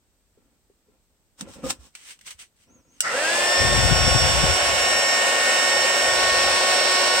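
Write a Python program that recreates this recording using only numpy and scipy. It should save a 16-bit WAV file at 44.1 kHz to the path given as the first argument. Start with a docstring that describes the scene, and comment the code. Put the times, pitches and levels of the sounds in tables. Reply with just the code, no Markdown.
"""Heat gun over a wooden bench

A small heat gun is dragged off the bench: its hollow casing knocks and scrapes, cord and sleeve rub.
The rocker switch snaps, the brushes rasp and the fan spins up to a whine over rushing air.
Reflections off the wood give the air a hollow colour that changes with the nozzle's height,
and the jet briefly buffets the left microphone port. A quiet room lies underneath."""
import sys
import numpy as np
from scipy import signal
from scipy.fft import rfft, irfft
from scipy.io import wavfile

SR = 44100
rng = np.random.default_rng(int(sys.argv[2]) if len(sys.argv) > 2 else 0)


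def wrap_up_sound(samples):
    """Save the sound to the file named by the first command line argument, as 16-bit audio."""
    columns = np.atleast_2d(samples).T
    # keep every value between -1 and 1, then stretch to whole-number steps
    tamed = np.clip(columns, -1, 1)
    steps = np.round(tamed * 32767).astype(np.int16)
    wavfile.write(sys.argv[1], SR, steps)


N = 317520
T = np.arange(N) / SR
HZ = np.maximum(np.arange(N // 2 + 1) * SR / N, 1)
SWITCH_S, TOP_TURNS_PER_S = 3.0045, 368
LOW_MID_HIGH_CM = (1, 2, 4)   # the three nozzle heights that beams and hollows are voiced at

# the nozzle hovers over the wood, is drawn back, then lowered: (time [s], gap [cm])
NOZZLE_GAP = [(3.2, 3.0), (3.55, 2.0), (4.5, 2.1), (4.75, 4.0), (6.0, 3.8), (6.2, 1.0), (7.2, 1.0)]
# the main whine as the gun is aimed: (time [s], relative level [dB], pan to the left [dB])
WHINE_RIDE = [(3.3, -27, 9), (3.61, -24, 2.5), (4.03, -36, -6), (4.11, -33, 11), (4.45, -36.5, 25),
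              (4.95, -27.5, 11), (5.55, -26, 4.5), (7.2, -30.5, -1)]
# the blades' shrill tone as the gun is aimed: (time [s], relative level [dB], pan to the left [dB])
BLADE_RIDE = [(3.4, -40, 6), (3.57, -28, 4), (3.63, -28, -1), (3.78, -29, 5), (4.34, -29, -9),
              (4.75, -33, -8), (4.88, -31.5, 2.5), (5.15, -32, -7), (5.28, -41, -10), (5.67, -32, -21),
              (6.07, -32, -6), (6.25, -33.5, -5), (6.55, -35.5, -5), (6.85, -32, -10), (7.2, -29.5, -14)]
# strong partials beaming off the wood:
# (order, left lead [rad], level at low, mid, high gap [dB], pan to the left at low, mid, high gap [dB])
BEAMS = [(3, 1.1, -29, -31, -32.5, -1, -15, -18), (6, -0.14, -33.5, -37, -31.5, -3, -16, -16),
         (14, 1.6, -34, -36, -40.5, 9, -7, 10), (21, 1.6, -45, -38, -49, -11, 13, -2)]
# faint motor and blade partials: (order, level [dB], pan to the left [dB], lift per halved gap [dB])
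FAINT_PARTIALS = [(1,-41.5,4.5,2),(2,-37.5,3,0.5),(4,-34.5,10,1.5),(7,-40.5,-2,2.5),(8,-35,-16,-0.5),(10,-40.5,-11,-2),(12,-43,-7,2),(13,-43,4,-1),(16,-46,2,3),(20,-47.5,-4,-9.5)]
# where partials cross the barrel's resonances: (order, centre [Hz], half width [Hz], level [dB])
FLARES = [(2, 540, 61, -28.5), (4, 1300, 52, -42), (5, 1613, 70, -29.5), (6, 1670, 200, -30),
          (7, 2430, 60, -39)]
# rushing air: (frequency [Hz], relative level [dB])
AIR_COLOUR = [(35,-36),(70,-14),(180,-16.5),(330,-9),(600,3.5),(1200,0),(1700,0.5),(2300,0),(4200,-4.5),(5100,-1.5),(6300,-4),(16000,-6.5)]
# barrel resonances: (centre [Hz], width [Hz], lift [dB])
BARREL_MODES = [(248,59,7.5),(547,115,7.5),(708,69,3),(1420,86,1),(2780,170,5.5)]
# duct roar, blade rush, nozzle hiss: (full-speed level [dB], speed exponent, lift per halved gap [dB])
AIR_BANDS = [(-26.5, 1.67, 0.2), (-25.5, 1.9, -0.27), (-24.5, 2.8, -0.05)]
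# steady peaks and dips from bench and hands: (centre [Hz], width [Hz], left gain [dB], right gain [dB])
REFLECTIONS = [(1177, 150, -2, -7), (1710, 300, 1.5, -2), (3160, 160, -1, 2), (7750, 960, -2, 2)]
# hollows that ring or cancel at one height: (gap [cm], centre [Hz], left gain [dB], right gain [dB])
HOLLOWS = [(1, 1500, -4, 4.5), (1, 2170, 0, 1.5), (1, 3680, 0, -3), (2, 1980, 2, 1.5), (2, 2800, -2.5, -1),
           (2, 3520, 1, 4), (2, 3870, -9, -5), (4, 2270, -9, 2.5), (4, 3400, -5.5, 0), (4, 4040, 5.5, -2),
           (4, 4580, -18, -5)]
# the air reaches the two ports out of step: (frequency [Hz], left lead [rad])
AIR_LEAD = [(800, -0.6), (1150, 0.67), (2050, -2.5), (2500, -0.5), (4100, -1), (5200, 2.06), (8000, 2)]
# brush rasp under the starting current: (start [s], length [s], end level [dB])
RASP_STROKE = (3.049, 0.096, -29)
# nasal brush rasp: (frequency [Hz], relative level [dB])
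RASP_COLOUR = [(500,-28),(1100,-13),(1350,0.5),(1650,-10),(1950,0.5),(2300,-17),(5000,-28)]
# bright spark hiss: (frequency [Hz], relative level [dB])
SPARK_COLOUR = [(3000, -20), (5000, 8), (6300, 2), (16000, -17)]
# the jet reaches the left port: (start [s], length [s], relative end level [dB])
GUSTS = [(3.605, 0.9, -20), (3.76, 0.13, -25.5), (4.63, 0.13, -30.5), (4.82, 0.16, -40.5),
         (6.03, 0.51, -39.5)]
# low wind rumble: (frequency [Hz], relative level [dB])
WIND_COLOUR = [(22,-42),(38,-7),(52,4),(75,2.5),(120,-3.5),(200,-13),(400,-23.5),(1200,-48)]
# short thumps of air: (time [s], relative level [dB], half length [s])
BUFFETS = [(3.918,-8,0.012),(4.073,-14,0.012),(4.157,-9.5,0.0073),(4.435,-12,0.011)]
# body of those thumps: (frequency [Hz], relative level [dB])
BUFFET_COLOUR = [(25,-38),(55,5),(130,7.5),(230,-2.5),(400,-22),(1200,-35)]
# ring of the rocker switch: (pitch [Hz], relative level [dB], t60 [s])
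SWITCH_MODES = [(1450,-20,.05),(2860,-11,0.042),(2910,-18,0.032),(3460,-25,0.031),(5360,-31,.02),(7100,-26,.025),(7650,-23,.025),(8020,-15,0.042),(8300,-21,.025)]
# crack of the rocker switch: (frequency [Hz], relative level [dB])
CRACK_COLOUR = [(900, -26), (3000, -7.0), (7000, 5.5), (16000, 6.0)]
# knocks on the bench: (time [s], level [dB], pitch [Hz], t60 [s])
KNOCKS = [(0.374,-48,426,0.047),(.699,-45,397,0.036),(0.884,-54,425,0.14),(1.408,-33,230,0.066),(1.422,-25.5,201,0.044),(1.473,-36,532,0.059),(1.592,-39,540,.05),(1.635,-25.5,261,0.17),(1.638,-27.5,525,0.14),(1.661,-26.5,519,0.083),(1.640,-34.5,1230,0.17),(1.707,-36,1720,0.065),(1.785,-36.5,65.4,0.2),(2.345,-45,70,.1)]
# hand and casing drag on the bench: (start [s], length [s], end level [dB])
DRAGS = [(0.38, 0.18, -70), (0.87, 0.1, -69), (1.41, 0.094, -47), (1.56, 0.036, -47), (1.64, 0.059, -37),
         (1.75, 0.12, -61.5), (2.68, 0.12, -59.5), (2.85, 0.14, -65.5)]
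# rumble of the casing on the bench top: (frequency [Hz], relative level [dB])
BENCH_COLOUR = [(30,-18),(65,8.5),(130,-2.5),(250,-2.5),(600,-7.5),(1300,-17),(2500,-12.5),(8000,-46)]
# resonances of the casing on the bench top: (centre [Hz], width [Hz], lift [dB])
BENCH_MODES = [(258,150,11.5),(516,46,8),(970,150,8.5),(1353,91,13)]
# casing, cord and sleeve rub: (start [s], length [s], end level [dB])
RUBS = [(1.392, 0.012, -41.5), (1.48, 0.067, -43), (1.59, 0.0061, -56), (1.645, 0.059, -31),
        (1.8, 0.064, -48.5), (1.955, 0.018, -46), (1.995, 0.12, -37.5), (2.205, 0.035, -59),
        (2.268, 0.011, -34), (2.396, 0.021, -39.5), (2.56, 0.076, -57), (2.92, 0.078, -55.5)]
# plastic ticks and scuffs: (time [s], relative peak level [dB], rise [s], t60 [s])
TICKS = [(1.410,-26.5,0.00072,0.021),(1.707,-19.5,0.0051,0.024),(1.952,-34,0.0005,0.024),(2.191,-49,.0006,.02),(2.212,-43.5,.0006,0.022),(2.307,-37,.001,0.091),(2.392,-48,.001,0.056)]
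# scrape of hollow plastic: (frequency [Hz], relative level [dB])
CASING_COLOUR = [(300,-8),(1200,5.5),(2000,-1.5),(3000,4.5),(5000,-0.5),(8000,2),(16000,5)]
# casing resonances: (centre [Hz], width [Hz], lift [dB])
CASING_MODES = [(1710,34,5.5),(3780,110,4.8),(5380,580,8.5),(6170,83,10),(7300,100,6.1)]
# rustle of cord and cloth: (frequency [Hz], relative level [dB])
CORD_COLOUR = [(300,-16),(800,-11.5),(1250,-4.5),(2400,1),(5200,-2),(6200,-1),(7200,-4.5),(9000,0),(16000,0)]
# mild resonances of cord and sleeve: (centre [Hz], width [Hz], lift [dB])
CORD_MODES = [(2100, 220, 5), (2950, 400, 4), (6100, 400, 3)]
# the sleeve zips as the arm swings: (middle [s], half length [s], top pitch [Hz], level [dB])
ZIPS = [(2.745, 0.057, 6600, -58.5), (2.87, 0.11, 6600, -69), (2.935, 0.047, 6500, -61)]
# quiet room tone: (frequency [Hz], relative level [dB])
ROOM_COLOUR = [(25,3),(55,4.5),(120,-5.5),(250,-7),(1000,-18),(2500,-20.5),(9000,-21),(12000,-10.5)]
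# how alike airborne sound is left and right: (frequency [Hz], correlation)
LIKENESS = [(60,0.33),(250,0.98),(600,1),(1100,0.55),(2000,0.11),(4000,-0.058),(8000,-0.065)]
# microphone port, a resonance and then a deep notch: (frequency [Hz], gain [dB])
PORT_RESPONSE = [(6500,-0.5),(7300,1),(8000,6.5),(8700,3),(9400,-4.5),(9900,-11),(10500,-54),(11400,-13.5),(15500,-15)]


def fan_speed(spin_up_s=0.12, creep_turns_per_s=6.6, creep_s=0.85):
    """Turns per second: a quick run-up from the switch, then a last creep as the motor warms."""
    age = np.maximum(T - SWITCH_S, 0)
    run_up = -(TOP_TURNS_PER_S - creep_turns_per_s) * np.expm1(-age / spin_up_s)
    return run_up - creep_turns_per_s * np.expm1(-age / creep_s)


def whine(speed, gap, flutter=0.000967):
    """Motor and blades sing at multiples (orders) of the slightly fluttering shaft rate."""
    angle = 2 * np.pi * np.cumsum(speed * (1 + flutter * drift(28))) / SR
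    drive = speed / TOP_TURNS_PER_S
    main = drive ** 7.6 * aimed_tone(angle, WHINE_RIDE, order=5, trim_db=1.0, lead=-0.74)
    shrill = drive ** 6.4 * aimed_tone(angle, BLADE_RIDE, order=15, trim_db=3.5, lead=1.4)
    beamed = drive ** 7.6 * beams(angle, gap)
    return main + shrill + beamed + faint_partials(angle, drive, gap) + flares(angle, speed)


def aimed_tone(angle, ride, order, trim_db, lead):
    """One shimmering partial stands out and fades as the gun is aimed."""
    db, pan_db = in_time(ride)
    shimmer_db = np.sqrt(order / 5) * drift(5.7)
    return from_db(db + trim_db + shimmer_db) * partial(order * angle, pan_db, lead)


def beams(angle, gap):
    """Strong partials bounce off the wood; level and pan follow the nozzle's height."""
    out = 0
    for order, lead, *by_height in BEAMS:
        db = np.interp(gap, LOW_MID_HIGH_CM, by_height[:3])
        pan_db = np.interp(gap, LOW_MID_HIGH_CM, by_height[3:])
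        out += from_db(db + drift(8.3)) * partial(order * angle, pan_db, lead)
    return out


def faint_partials(angle, drive, gap, wander_db=2.0):
    """Weaker motor and blade partials fill in with speed, each wandering in level."""
    out = 0
    for order, db, pan_db, close_db in FAINT_PARTIALS:
        lead = rng.normal() * min(order / 8, 1.5)   # short waves arrive less in step
        level = from_db(db + close_db * closeness(gap) + wander_db * drift(2.4))
        tone = partial(order * angle + rng.uniform(0, 2 * np.pi), pan_db, lead)
        out += drive ** max(order / 2, 3) * level * tone
    return out


def flares(angle, speed, roughness=0.36):
    """Rising partials flare up roughly as they sweep through the barrel's resonances."""
    out = 0
    for order, hz, half_width, db in FLARES:
        rough_tone = (1 + roughness * drift(70)) * np.sin(order * angle + roughness * drift(70))
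        out += np.sqrt(2) * from_db(db) * bell(order * speed - hz, half_width) * rough_tone
    return out


def air(speed, gap, flicker_db=0.71):
    """Turbulence coloured by the barrel: roar of the duct, rush of the blades, hiss of the nozzle."""
    flow = rfft(noise(AIR_COLOUR, BARREL_MODES, least_alike=0.4))
    lows = 1 / (1 + (HZ / 1100) ** 6)
    lows_and_mids = 1 / (1 + (HZ / 4400) ** 6)
    bands = (lows, lows_and_mids - lows, 1 - lows_and_mids)
    out = 0
    for (db, power, close_db), band in zip(AIR_BANDS, bands):
        level = from_db(db + close_db * closeness(gap) + flicker_db * drift(18))
        out += (speed / TOP_TURNS_PER_S) ** power * level * rms_one(irfft(flow * band, N))
    return out


def gap_hiss(speed, gap):
    """The gap between nozzle and wood sings a band of hiss: lower, narrower and softer as it opens."""
    centre_hz = 3943 - 380 * (gap - 1)
    width = 230 + 720 / gap ** 3
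    travel = np.cumsum(width) / np.mean(width)   # a wider band fluctuates faster
    phase = 2 * np.pi * np.cumsum(centre_hz) / SR
    ports = np.zeros((2, N))
    for port in ports:
        for wave in (np.sin, np.cos):
            port += np.interp(travel, np.arange(N), drift(np.mean(width) * 1.06)) * wave(phase)
    level = (speed / TOP_TURNS_PER_S) ** 8 * from_db(-27.5 - 6 * np.log2(gap))
    return level * panned(pan_db=-1.0) * ports


def off_the_bench(x, gap, hollow_width_hz=170):
    """Reflections hollow out the air, differently at each port and at each height of the nozzle."""
    lead = np.exp(1j * over_hz(AIR_LEAD) * np.array([[.5], [-.5]]))
    spectrum = rfft(x) * lead * from_db(sum(hump(*row) for row in REFLECTIONS))
    out = 0
    for height, only_here in zip(LOW_MID_HIGH_CM, np.eye(3)):
        db = sum(hump(hz, hollow_width_hz, left, right) for cm, hz, left, right in HOLLOWS if cm == height)
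        crossfade = np.interp(gap, LOW_MID_HIGH_CM, only_here)
        out += crossfade * irfft(spectrum * from_db(db), N)
    return out * (T > SWITCH_S)


def brushes(speed, depth=0.27, spark_db=-33.5):
    """The commutator scrapes twice a turn and sparks hiss while the motor pulls hardest."""
    scrape = 1 + depth * np.sin(4 * np.pi * np.cumsum(speed) / SR)
    rasp = strokes([RASP_STROKE], rise=0.011, t60=0.56, swell_db_per_s=-48) * noise(RASP_COLOUR)
    current = (T > SWITCH_S) * (1 - speed / TOP_TURNS_PER_S)
    sparks = from_db(spark_db) * np.sqrt(current) * noise(SPARK_COLOUR)
    return scrape * (rasp + sparks)


def wind(lumpy_db=0.5, buffet_trim_db=1.0, left_db=-1.5, right_db=-45):
    """Air thrown back by the bench tumbles over the left port, rumbling and thumping."""
    gusts = strokes(GUSTS, rise=0.01, t60=0.21, swell_db_per_s=-3.0)
    rumble = gusts * from_db(lumpy_db * drift(15)) * noise(WIND_COLOUR)[0]
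    buffets = sum(from_db(db + buffet_trim_db) * bell(T - s, half) for s, db, half in BUFFETS)
    return (rumble + buffets * noise(BUFFET_COLOUR)[0]) * from_db([[left_db], [right_db]])


def switch(ring_trim_db=-8.5, crack_db=-5.0):
    """The rocker snaps over: a crack, and the casing rings differently toward each port."""
    ports = np.zeros((2, N))
    for port in ports:
        for hz, db, t60 in SWITCH_MODES:
            level = from_db(db + ring_trim_db + rng.normal(0, 2.7))
            port += level * ring(SWITCH_S + rng.uniform(0, 0.00067), hz, t60)
    crack = from_db(crack_db) * burst(SWITCH_S + 0.00114, rise=0.00016, t60=0.019) * noise(CRACK_COLOUR)
    return (ports + crack) * from_db([[-1], [1]])


def knocks():
    """The gun bumps the bench; each knock is one damped mode."""
    return sum(from_db(db) * ring(s, hz, t60) for s, db, hz, t60 in KNOCKS)


def sliding(rub_rumble_db=-35, grain_db=2.1, tick_trim_db=3.5, lift_s=1.93):
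    """Friction catches and slips: first the hollow casing on the bench, then cord and cloth once lifted."""
    rubs = strokes(RUBS, rise=0.0079, t60=0.14, swell_db_per_s=120)
    drags = strokes(DRAGS, rise=0.011, t60=0.13, swell_db_per_s=-6)
    slips = rms_one(from_db(grain_db * drift(520)))
    ticks = sum(from_db(db + tick_trim_db) * burst(s, rise, t60) for s, db, rise, t60 in TICKS)
    rumble = (drags + from_db(rub_rumble_db) * rubs) * slips * noise(BENCH_COLOUR, BENCH_MODES)
    surface = np.where(T < lift_s, noise(CASING_COLOUR, CASING_MODES), noise(CORD_COLOUR, CORD_MODES))
    return rumble + (rubs * slips + ticks) * surface


def sleeve(sag=0.13, uneven=0.016, catch_db=1.5):
    """Ribs of cloth passing each other sing thinly and fitfully; the pitch arches with the arm's speed."""
    out = 0
    for s, half, top_hz, db in ZIPS:
        off_centre = np.minimum(((T - s) / half) ** 2, 20)
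        hz = top_hz * (1 + uneven * drift(460)) / (1 + sag * off_centre)
        out += from_db(db) * np.exp(-off_centre) * np.sin(2 * np.pi * np.cumsum(hz) / SR)
    return out * rms_one(from_db(catch_db * drift(40)))


def workshop(x, wet_db=-7, t60=0.077):
    """Adds the short scattered reflections of a small furnished room."""
    age = T[:SR // 2]
    tail = rng.standard_normal((2, len(age))) * from_db(-60 * age / t60) * (age > .003)
    tail /= np.sqrt(np.sum(tail ** 2, axis=1, keepdims=True))
    return x + from_db(wet_db) * signal.fftconvolve(x, tail, axes=1)[:, :N]


def room_tone(level_db=-60.5):
    """A steady bed of low rumble and faint hiss."""
    return from_db(level_db) * noise(ROOM_COLOUR)


def from_db(db):
    """Decibels to gain."""
    return 10 ** (np.asarray(db) / 20)


def rms_one(x):
    """Scale to unit power."""
    return x / np.sqrt(np.mean(x ** 2) + 1e-20)


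def closeness(gap):
    """How many times the gap has halved from the middle height."""
    return np.log2(LOW_MID_HIGH_CM[1] / gap)


def in_time(rows):
    """Each column of an automation curve at every sample."""
    s, *columns = np.transpose(rows)
    return [np.interp(T, s, column) for column in columns]


def over_hz(points):
    """A curve joined by straight lines in log frequency."""
    hz, value = np.transpose(points)
    return np.interp(np.log(HZ), np.log(hz), value)


def bell(offset, half_width):
    """A flat-topped, steep-sided bump of height 1."""
    return 1 / (1 + (offset / half_width) ** 4)


def hump(hz, width, left_db, right_db):
    """An EQ peak or dip in dB, one for each port."""
    return np.array([[left_db], [right_db]]) * bell(HZ - hz, width / 2)


def drift(rate_hz):
    """Random wobble of rms 1, mostly slower than the rate."""
    return rms_one(irfft(rfft(rng.standard_normal(N)) / (1 + (HZ / rate_hz) ** 2), N))


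def noise(colour, resonances=(), least_alike=-1):
    """Coloured stereo noise of rms 1 with resonant peaks, centred in the low mids and wider on top."""
    db = over_hz(colour) + sum(lift / (1 + (2 * (HZ - hz) / width) ** 2) for hz, width, lift in resonances)
    alike = np.clip(over_hz(LIKENESS), least_alike, 1)
    mid, side = rfft(rng.standard_normal((2, N)))
    stereo = np.sqrt(1 + alike) * mid + np.sqrt(1 - alike) * side * [[1], [-1]]
    return rms_one(irfft(from_db(db) * stereo, N))


def panned(pan_db):
    """Left and right gains of constant power; positive leans left."""
    pair = from_db([pan_db / 2, -pan_db / 2]).reshape(2, -1)
    return pair / np.sqrt(np.mean(pair ** 2, axis=0))


def partial(angle, pan_db, lead):
    """A panned sine of rms 1 whose left side leads by the given radians."""
    return np.sqrt(2) * panned(pan_db) * np.sin(angle + lead * np.array([[.5], [-.5]]))


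def ring(s, hz, t60):
    """A mode struck at time s."""
    out, age, start = np.zeros(N), T[:SR // 4], int(s * SR)
    envelope = -np.expm1(-np.pi * hz * age) * from_db(-60 * age / t60)
    out[start:start + len(age)] = envelope * np.sin(2 * np.pi * hz * age)
    return out


def burst(s, rise, t60):
    """Envelope that swells up to time s and dies away."""
    db = np.where(T < s, 20 / np.log(10) * (T - s) / rise, -60 * (T - s) / t60)
    return from_db(np.maximum(db, -200))


def strokes(rows, rise, t60, swell_db_per_s):
    """Summed envelopes: each rises, ramps over its length to its end level and dies away."""
    out = 0
    for s, length, db in rows:
        held = np.clip(T, s, s + length)
        out += from_db(db + swell_db_per_s * (held - s - length)) * burst(held, rise, t60)
    return out


def scene():
    """Handling, then the running gun, over the quiet room."""
    speed, gap = fan_speed(), in_time(NOZZLE_GAP)[0]
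    gun = whine(speed, gap) + off_the_bench(air(speed, gap) + gap_hiss(speed, gap), gap) + brushes(speed)
    handling = knocks() + sliding() + sleeve() + switch()
    return gun + wind() + workshop(handling) + room_tone()


def record(dry, low_cut_hz=32, high_cut_hz=15900):
    """The microphone port colours the treble without pre-ringing; the deepest bass and the top are cut."""
    cepstrum = irfft(np.log(from_db(over_hz(PORT_RESPONSE))), N)
    causal_fold = np.r_[1, np.full(N // 2 - 1, 2), np.zeros(N // 2)]   # gives minimum phase
    impulse = irfft(np.exp(rfft(cepstrum * causal_fold, N)), N)[None, :SR // 100]
    heard = signal.fftconvolve(dry, impulse, axes=1)[:, :N]
    heard = signal.sosfilt(signal.butter(4, low_cut_hz, "high", fs=SR, output="sos"), heard)
    return signal.sosfilt(signal.ellip(10, .2, 80, high_cut_hz, fs=SR, output="sos"), heard)


dry = scene()
out = record(dry)
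wrap_up_sound(out)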